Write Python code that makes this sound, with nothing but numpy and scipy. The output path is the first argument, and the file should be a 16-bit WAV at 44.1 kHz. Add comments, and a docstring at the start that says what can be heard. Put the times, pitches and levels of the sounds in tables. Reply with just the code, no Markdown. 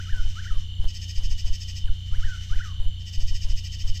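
"""A distant nightjar whistles its slurred phrase twice, echoed by the trees of a ranch at night.
A near and a far katydid rasp in turn, dragging a file over the wing, above a steady chorus of
crickets, one small cricket's thin chirps and still air. It is all heard by a trail camera, whose
own electronics hum, and thump and buzz each time they draw a burst of current."""
import sys
import numpy as np
from scipy import signal
from scipy.fft import rfft, irfft
from scipy.io import wavfile
from scipy.ndimage import uniform_filter1d

SR = 44100
rng = np.random.default_rng(int(sys.argv[2]) if len(sys.argv) > 2 else 0)


def unload_wav(signal):
    """Save mono or channel-first audio to the path in sys.argv[1] as 16-bit WAV at rate SR, clipped to [-1, 1]."""
    wavfile.write(
        sys.argv[1],
        SR,
        np.round(np.clip(np.atleast_2d(signal).T, -1, 1) * 32767).astype(np.int16),
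    )


N = 176400


def amp(db):
    """Decibels to gain."""
    return 10 ** (np.asarray(db) / 20)


def unit_rms(x):
    """Scales to rms 1."""
    return x / np.sqrt(np.mean(x ** 2) + 1e-20)


def add(mix, start_s, sound):
    """Mixes a sound in at start_s, trimming whatever falls outside the mix."""
    at = round(start_s * SR)
    sound = sound[max(-at, 0):]
    part = mix[max(at, 0):][:len(sound)]
    part += sound[:len(part)]


def coloured(x, curve):
    """Applies an EQ curve (freq_hz, relative_db), keeping the power of white noise."""
    freq_hz, relative_db = np.transpose(curve)
    hz = np.fft.rfftfreq(N, 1 / SR)
    gain = amp(np.interp(np.log(hz + 1), np.log(freq_hz), relative_db))
    return irfft(rfft(x) * unit_rms(gain), N)


def drift(rate_hz):
    """A smooth random wander of rms 1, rolling off above rate_hz."""
    hz = np.fft.rfftfreq(N, 1 / SR)
    return unit_rms(irfft(rfft(rng.standard_normal(N)) * np.exp(-(hz / rate_hz) ** 2), N))


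def harmonics(base_hz, partials):
    """Steady sines on multiples of base_hz, each with a random phase."""
    t = np.arange(N) / SR
    return sum(amp(db) * np.sin(2 * np.pi * (k * base_hz * t + rng.random())) for k, db in partials)


def woods(x, wet_db, t60_s, delay_s):
    """Adds scattered echoes from trunks and foliage."""
    t = np.arange(SR) / SR
    echoes = rng.standard_normal(SR) * (rng.random(SR) < 2000 / SR)
    tail = echoes * amp(-60 * t / t60_s) * (t > delay_s)
    return x + amp(wet_db) * signal.fftconvolve(x, tail / np.linalg.norm(tail))[:N]


def night_air():
    """Still air and microphone hiss: a soft noise bed, heaviest in the lows."""
    # colour of the bed: freq_hz, relative_db
    air_eq = [(10, 3.5), (30, -4.5), (60, -5), (110, -8.5), (170, -26), (230, -29.5), (320, -40.5),
              (500, -41), (1100, -46.5), (2000, -41.5), (4000, -37.5), (7500, -52), (9500, -56.5),
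              (15500, -59)]
    return amp(-39) * coloured(rng.standard_normal(N), air_eq)


def camera_hum():
    """A low, faintly wavering hum on multiples of the camera's frame rate."""
    # hum partials: multiple, level_db
    partials = [(1, -50), (2, -40), (3, -35.5), (4, -54.5), (5, -60), (6, -56.5), (7, -70), (9, -76),
                (10, -80), (12, -82.5)]
    frame_hz = 30.14
    return np.sqrt(2) * harmonics(frame_hz, partials) * (1 + 0.059 * drift(6))


def cricket_chorus(count=16):
    """Each kind of cricket is a crowd: every one repeats a short, sagging wing pulse on its own pitch."""
    # kinds of cricket: pitch_hz, spread_hz, level_db
    kinds = [(3021, 75, -47.5), (3580, 101.4, -57.5), (4253, 166, -63), (6100, 120, -70.5),
             (7190, 120, -70.5)]
    pulse_s, pulses_per_s, sag_hz_per_s = .014, 34, 10300
    t, out = np.arange(0, pulse_s, 1 / SR), np.zeros(N)
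    rank = (np.arange(count) + .5) / count
    detunes = 0.56 * np.log(rank / (1 - rank))  # most sit near the centre pitch
    for pitch_hz, spread_hz, level_db in kinds:
        crowd = np.zeros(N)
        for detune in detunes:
            cycles = np.cumsum(pitch_hz + spread_hz * detune - sag_hz_per_s * (t - pulse_s / 2)) / SR
            pulse = np.sin(np.pi * t / pulse_s) * np.sin(2 * np.pi * cycles)
            gaps = rng.uniform(.7, 1.3, size=200)
            for start_s in (np.cumsum(gaps) - 2 - rng.random()) / pulses_per_s:
                add(crowd, start_s, pulse)
        out += amp(level_db) * unit_rms(crowd)
    return out


def small_cricket():
    """Short, thin, high chirps that sag in pitch."""
    # chirps: middle_s, level_db
    chirps = [(.732, -62), (.753, -59), (.774, -63), (2.885, -54), (2.907, -62), (2.93, -63)]
    pitch_hz, sag_hz_per_s, chirp_s = 7250, 4700, 0.014
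    t, out = np.arange(0, chirp_s, 1 / SR), np.zeros(N)
    cycles = np.cumsum(pitch_hz - sag_hz_per_s * (t - chirp_s / 2)) / SR
    chirp = np.sin(np.pi * t / chirp_s) * np.sin(2 * np.pi * cycles)
    for middle_s, level_db in chirps:
        add(out, middle_s - chirp_s / 2, amp(level_db) * chirp)
    return woods(out, wet_db=-22, t60_s=.15, delay_s=0.006)


def thump(rise_s, shape):
    """A smooth one-sided bump that peaks at rise_s; a higher shape narrows it."""
    u = np.arange(SR // 5) / SR / rise_s
    return (u * np.exp(1 - u)) ** shape


def camera_thumps():
    """The supply dips as each burst of current begins, buzzes while it lasts and springs back after."""
    # bursts of current: start_s, end_s, closing_thump_db
    bursts = [(0.125, 0.196, -10.5), (0.246, 0.274, -16), (0.51, 0.564, -11), (0.795, 0.851, -10),
              (1.175, 1.236, -13.5), (1.309, 1.335, -17), (1.441, 1.501, -10.5), (1.84, 1.896, -10),
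              (2.119, 2.179, -10.5), (2.244, 2.271, -16), (2.51, 2.562, -11), (2.796, 2.861, -10),
              (3.176, 3.23, -10), (3.308, 3.338, -15.5), (3.442, 3.496, -12), (3.841, 3.895, -10.5),
              (1.256, 1.26, -10.5), (3.505, 3.528, -11.5)]
    # sharp ticks: start_s, level_db
    ticks = [(.843, -31), (.853, -32.5)]
    # colour of the buzz's noise: freq_hz, relative_db
    buzz_eq = [(150, -1), (400, 0.5), (550, 3), (700, 6), (900, -0.5), (1400, -2.5), (3000, 0.5),
               (6000, -17), (9000, -10), (15000, -18)]
    # pitched part of the buzz: multiple, level_db
    buzz_partials = [(2, -66.5), (3, -71), (4, -72.5), (5, -65), (6, -84), (7, -77.5), (8, -71.5)]
    buzz_hz, tick_decay_s = 201.6, 0.00054
    t, hits, gate = np.arange(N) / SR, np.zeros(N), np.zeros(N)
    for start_s, end_s, closing_thump_db in bursts:
        add(hits, start_s, -amp(-12) * thump(rise_s=0.011, shape=2.31))
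        add(hits, end_s, amp(closing_thump_db) * thump(rise_s=0.013, shape=1.84))
        gate += (t > start_s) & (t < end_s)
    for start_s, level_db in ticks:
        add(hits, start_s, amp(level_db) * np.exp(-t[:SR // 100] / tick_decay_s))
    buzz = amp(-58.5) * coloured(rng.standard_normal(N), buzz_eq)
    buzz += harmonics(buzz_hz, buzz_partials)
    return hits - hits.mean() + uniform_filter1d(gate, size=60) * buzz


def katydid(strokes, wing_eq, teeth_hz, jitter, uneven_db, scrape, bite,
            rise_s, fall_s, lead_db, lead_s, leaves_s):
    """A file drags over the wing: light contact rings its main resonance, firm contact rasps broadly."""
    # the wing's main resonance: freq_hz, relative_db
    ring_eq = [(1500, -59), (3800, -22), (4700, -15), (5200, -29.5), (5700, -11), (6400, -15.5),
               (7500, -18), (9500, -33)]
    t = np.arange(-SR // 10, SR // 10) / SR
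    lead_in = amp(lead_db) * np.exp(-((t + lead_s) / 0.01) ** 2)
    swell = np.exp(-abs(t / np.where(t < 0, rise_s, fall_s)) ** 3.74) + lead_in
    firmness = np.minimum(swell, 1) ** bite
    rasp, ring = np.zeros(N), np.zeros(N)
    for middle_s, level_db in strokes:
        add(rasp, middle_s + t[0], amp(level_db) * swell * firmness)
        add(ring, middle_s + t[0], amp(level_db) * swell * (1 - firmness))
    strike_hz = teeth_hz * (1 + jitter * drift(150) + .06 * drift(12))
    teeth_passed = np.floor(np.cumsum(strike_hz) / SR)
    strikes = np.diff(teeth_passed, prepend=0) * amp(uneven_db * drift(400))
    friction = unit_rms(unit_rms(strikes) + scrape * rng.standard_normal(N))
    song = coloured(rasp * friction, wing_eq) + coloured(ring * friction, ring_eq)
    # nearby leaves scatter the tooth strikes
    lag_s = np.arange(SR // 25) / SR
    leaves = rng.standard_normal(len(lag_s)) * np.exp(-lag_s / leaves_s)
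    leaves *= amp(-1.5) / np.linalg.norm(leaves)
    leaves[0] = 1  # the direct sound
    return signal.fftconvolve(song, leaves / np.linalg.norm(leaves))[:N]


def katydid_pair():
    """Two katydids take turns: the near one crisp, the far one softer and wetter with forest echo."""
    # wing strokes: middle_s, level_db
    near_strokes = [(.897, -43.5), (.962, -40.5), (1.032, -40), (1.102, -40.5), (1.173, -41.5),
                    (1.251, -41), (1.32, -41), (1.397, -39.5), (1.474, -42), (1.547, -38.5), (1.622, -40),
                    (1.698, -39.5), (1.775, -40), (.83, -57), (3.015, -53), (3.082, -43.5), (3.147, -41),
                    (3.218, -42.5), (3.289, -40), (3.361, -40), (3.433, -40.5), (3.51, -41.5),
                    (3.584, -39.5), (3.661, -39.5), (3.738, -39.5), (3.811, -40.5), (3.889, -41.5),
                    (3.964, -39.5)]
    far_strokes = [(.018, -51), (.086, -52), (.158, -54.5), (.224, -50.5), (.297, -49.5), (.372, -50.5),
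                   (.444, -50), (.516, -54.5), (.592, -51), (1.936, -57.5), (2.006, -61), (2.075, -56),
                   (2.145, -55), (2.212, -50), (2.283, -50), (2.353, -50), (2.428, -50), (2.504, -50.5),
                   (2.58, -50), (2.656, -50)]
    # wing colours: freq_hz, relative_db
    near_eq = [(1000, -49), (1650, -37), (1870, -4.5), (2100, -16.5), (2450, -5.5), (3300, -12),
               (4200, -14), (4700, -4), (5150, 2.5), (5600, -7), (5950, -12), (6350, -3.5), (6800, -18),
               (7900, -11.5), (8700, -34.5), (10500, -43), (12500, -31.5), (14000, -30.5), (15600, -42)]
    far_eq = [(1000, -25), (1900, -1.5), (2500, -1), (4000, -3.5), (5000, 0), (6100, 1.5), (6900, -6.5),
              (7500, -7.5), (8500, -16.5), (10300, -28.5), (12000, -17.5), (15500, -35)]
    near = katydid(near_strokes, near_eq, teeth_hz=484, jitter=0.11, uneven_db=0.5, scrape=0.58,
                   bite=0.56, rise_s=0.019, fall_s=.017, lead_db=-17, lead_s=0.026, leaves_s=0.0062)
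    far = katydid(far_strokes, far_eq, teeth_hz=471.5, jitter=0.23, uneven_db=3, scrape=1,
                  bite=0.17, rise_s=0.025, fall_s=0.028, lead_db=-14, lead_s=.032, leaves_s=0.016)
    near = woods(near, wet_db=-9.5, t60_s=0.24, delay_s=.012)
    far = woods(far, wet_db=-3.5, t60_s=0.42, delay_s=.008)
    return near + far


def nightjar():
    """A slightly fluttering whistle slides along each note's contour and echoes off the trees."""
    # note contours: offset_s, pitch_hz, relative_db
    chuck = [(0, 2060, -35), (.012, 1780, -10), (.022, 1450, -7), (.032, 1320, -23), (.045, 1240, -36)]
    first_slur = [(0, 1193, -31), (.03, 1270, -11), (.042, 1468, -1.5), (.06, 1994, -16.5),
                  (.078, 2445, -20), (.095, 1500, -14), (.108, 1270, -17), (.12, 1272, -13),
                  (.134, 1506, 1), (.143, 1855, -8), (.152, 1850, -9.5), (.184, 1510, -2), (.213, 1514, -1),
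                  (.25, 1362, -10), (.268, 1300, -28)]
    second_slur = [(0, 1164, -22), (.025, 1332, -3), (.04, 1507, 2), (.06, 1855, -13.5), (.08, 2442, -23),
                   (.09, 2304, -12), (.1, 1512, -3.5), (.11, 1365, -2.5), (.121, 1565, 0), (.132, 2020, -8),
                   (.144, 1771, -6), (.158, 1304, -2.5), (.19, 1192, -13.5), (.235, 1056, -17.5)]
    # cues for each note: start_s, gain_db, ramp_db (change by the note's end)
    chuck_cues = [(1.865, -41, 1)]
    first_cues = [(-.038, -37.5, -1.8), (2.104, -39, 2.7)]
    second_cues = [(.351, -37.5, -3.5), (2.495, -39.5, 2.5)]
    pitch_waver, flutter_db, fade_s = 0.0074, 2, 0.0021
    out = np.zeros(N)
    for note, cues in ((chuck, chuck_cues), (first_slur, first_cues), (second_slur, second_cues)):
        offset_s, pitch_hz, relative_db = np.transpose(note)
        length_s = offset_s[-1]
        t = np.arange(0, length_s, 1 / SR)
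        glide_hz = uniform_filter1d(np.interp(t, offset_s, pitch_hz), size=220)
        fades = np.clip(np.minimum(t, length_s - t) / fade_s, 0, 1)
        envelope = amp(np.interp(t, offset_s, relative_db)) * fades
        for start_s, gain_db, ramp_db in cues:
            cycles = np.cumsum(glide_hz * (1 + pitch_waver * drift(140)[:len(t)])) / SR
            gain = amp(gain_db + ramp_db * t / length_s + flutter_db * drift(100)[:len(t)])
            add(out, start_s, gain * envelope * np.sin(2 * np.pi * cycles))
    add(out, 0.039, amp(-18.5) * out)  # one near slapback
    return woods(out, wet_db=-11.5, t60_s=.55, delay_s=.008)


def scene():
    """Mono mix of insects, air, bird and the camera's own noise."""
    mix = katydid_pair() + night_air() + nightjar() + cricket_chorus() + small_cricket()
    return (mix + camera_hum() + camera_thumps())[None]


def record(dry):
    """The camera's band limit: a steep low-pass takes off the very top."""
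    cutoff_hz = 15700
    lowpass = signal.firwin(511, cutoff_hz, window=("kaiser", 9), fs=SR)
    return signal.oaconvolve(dry, lowpass[None], "same")


dry = scene()
out = record(dry)
unload_wav(out)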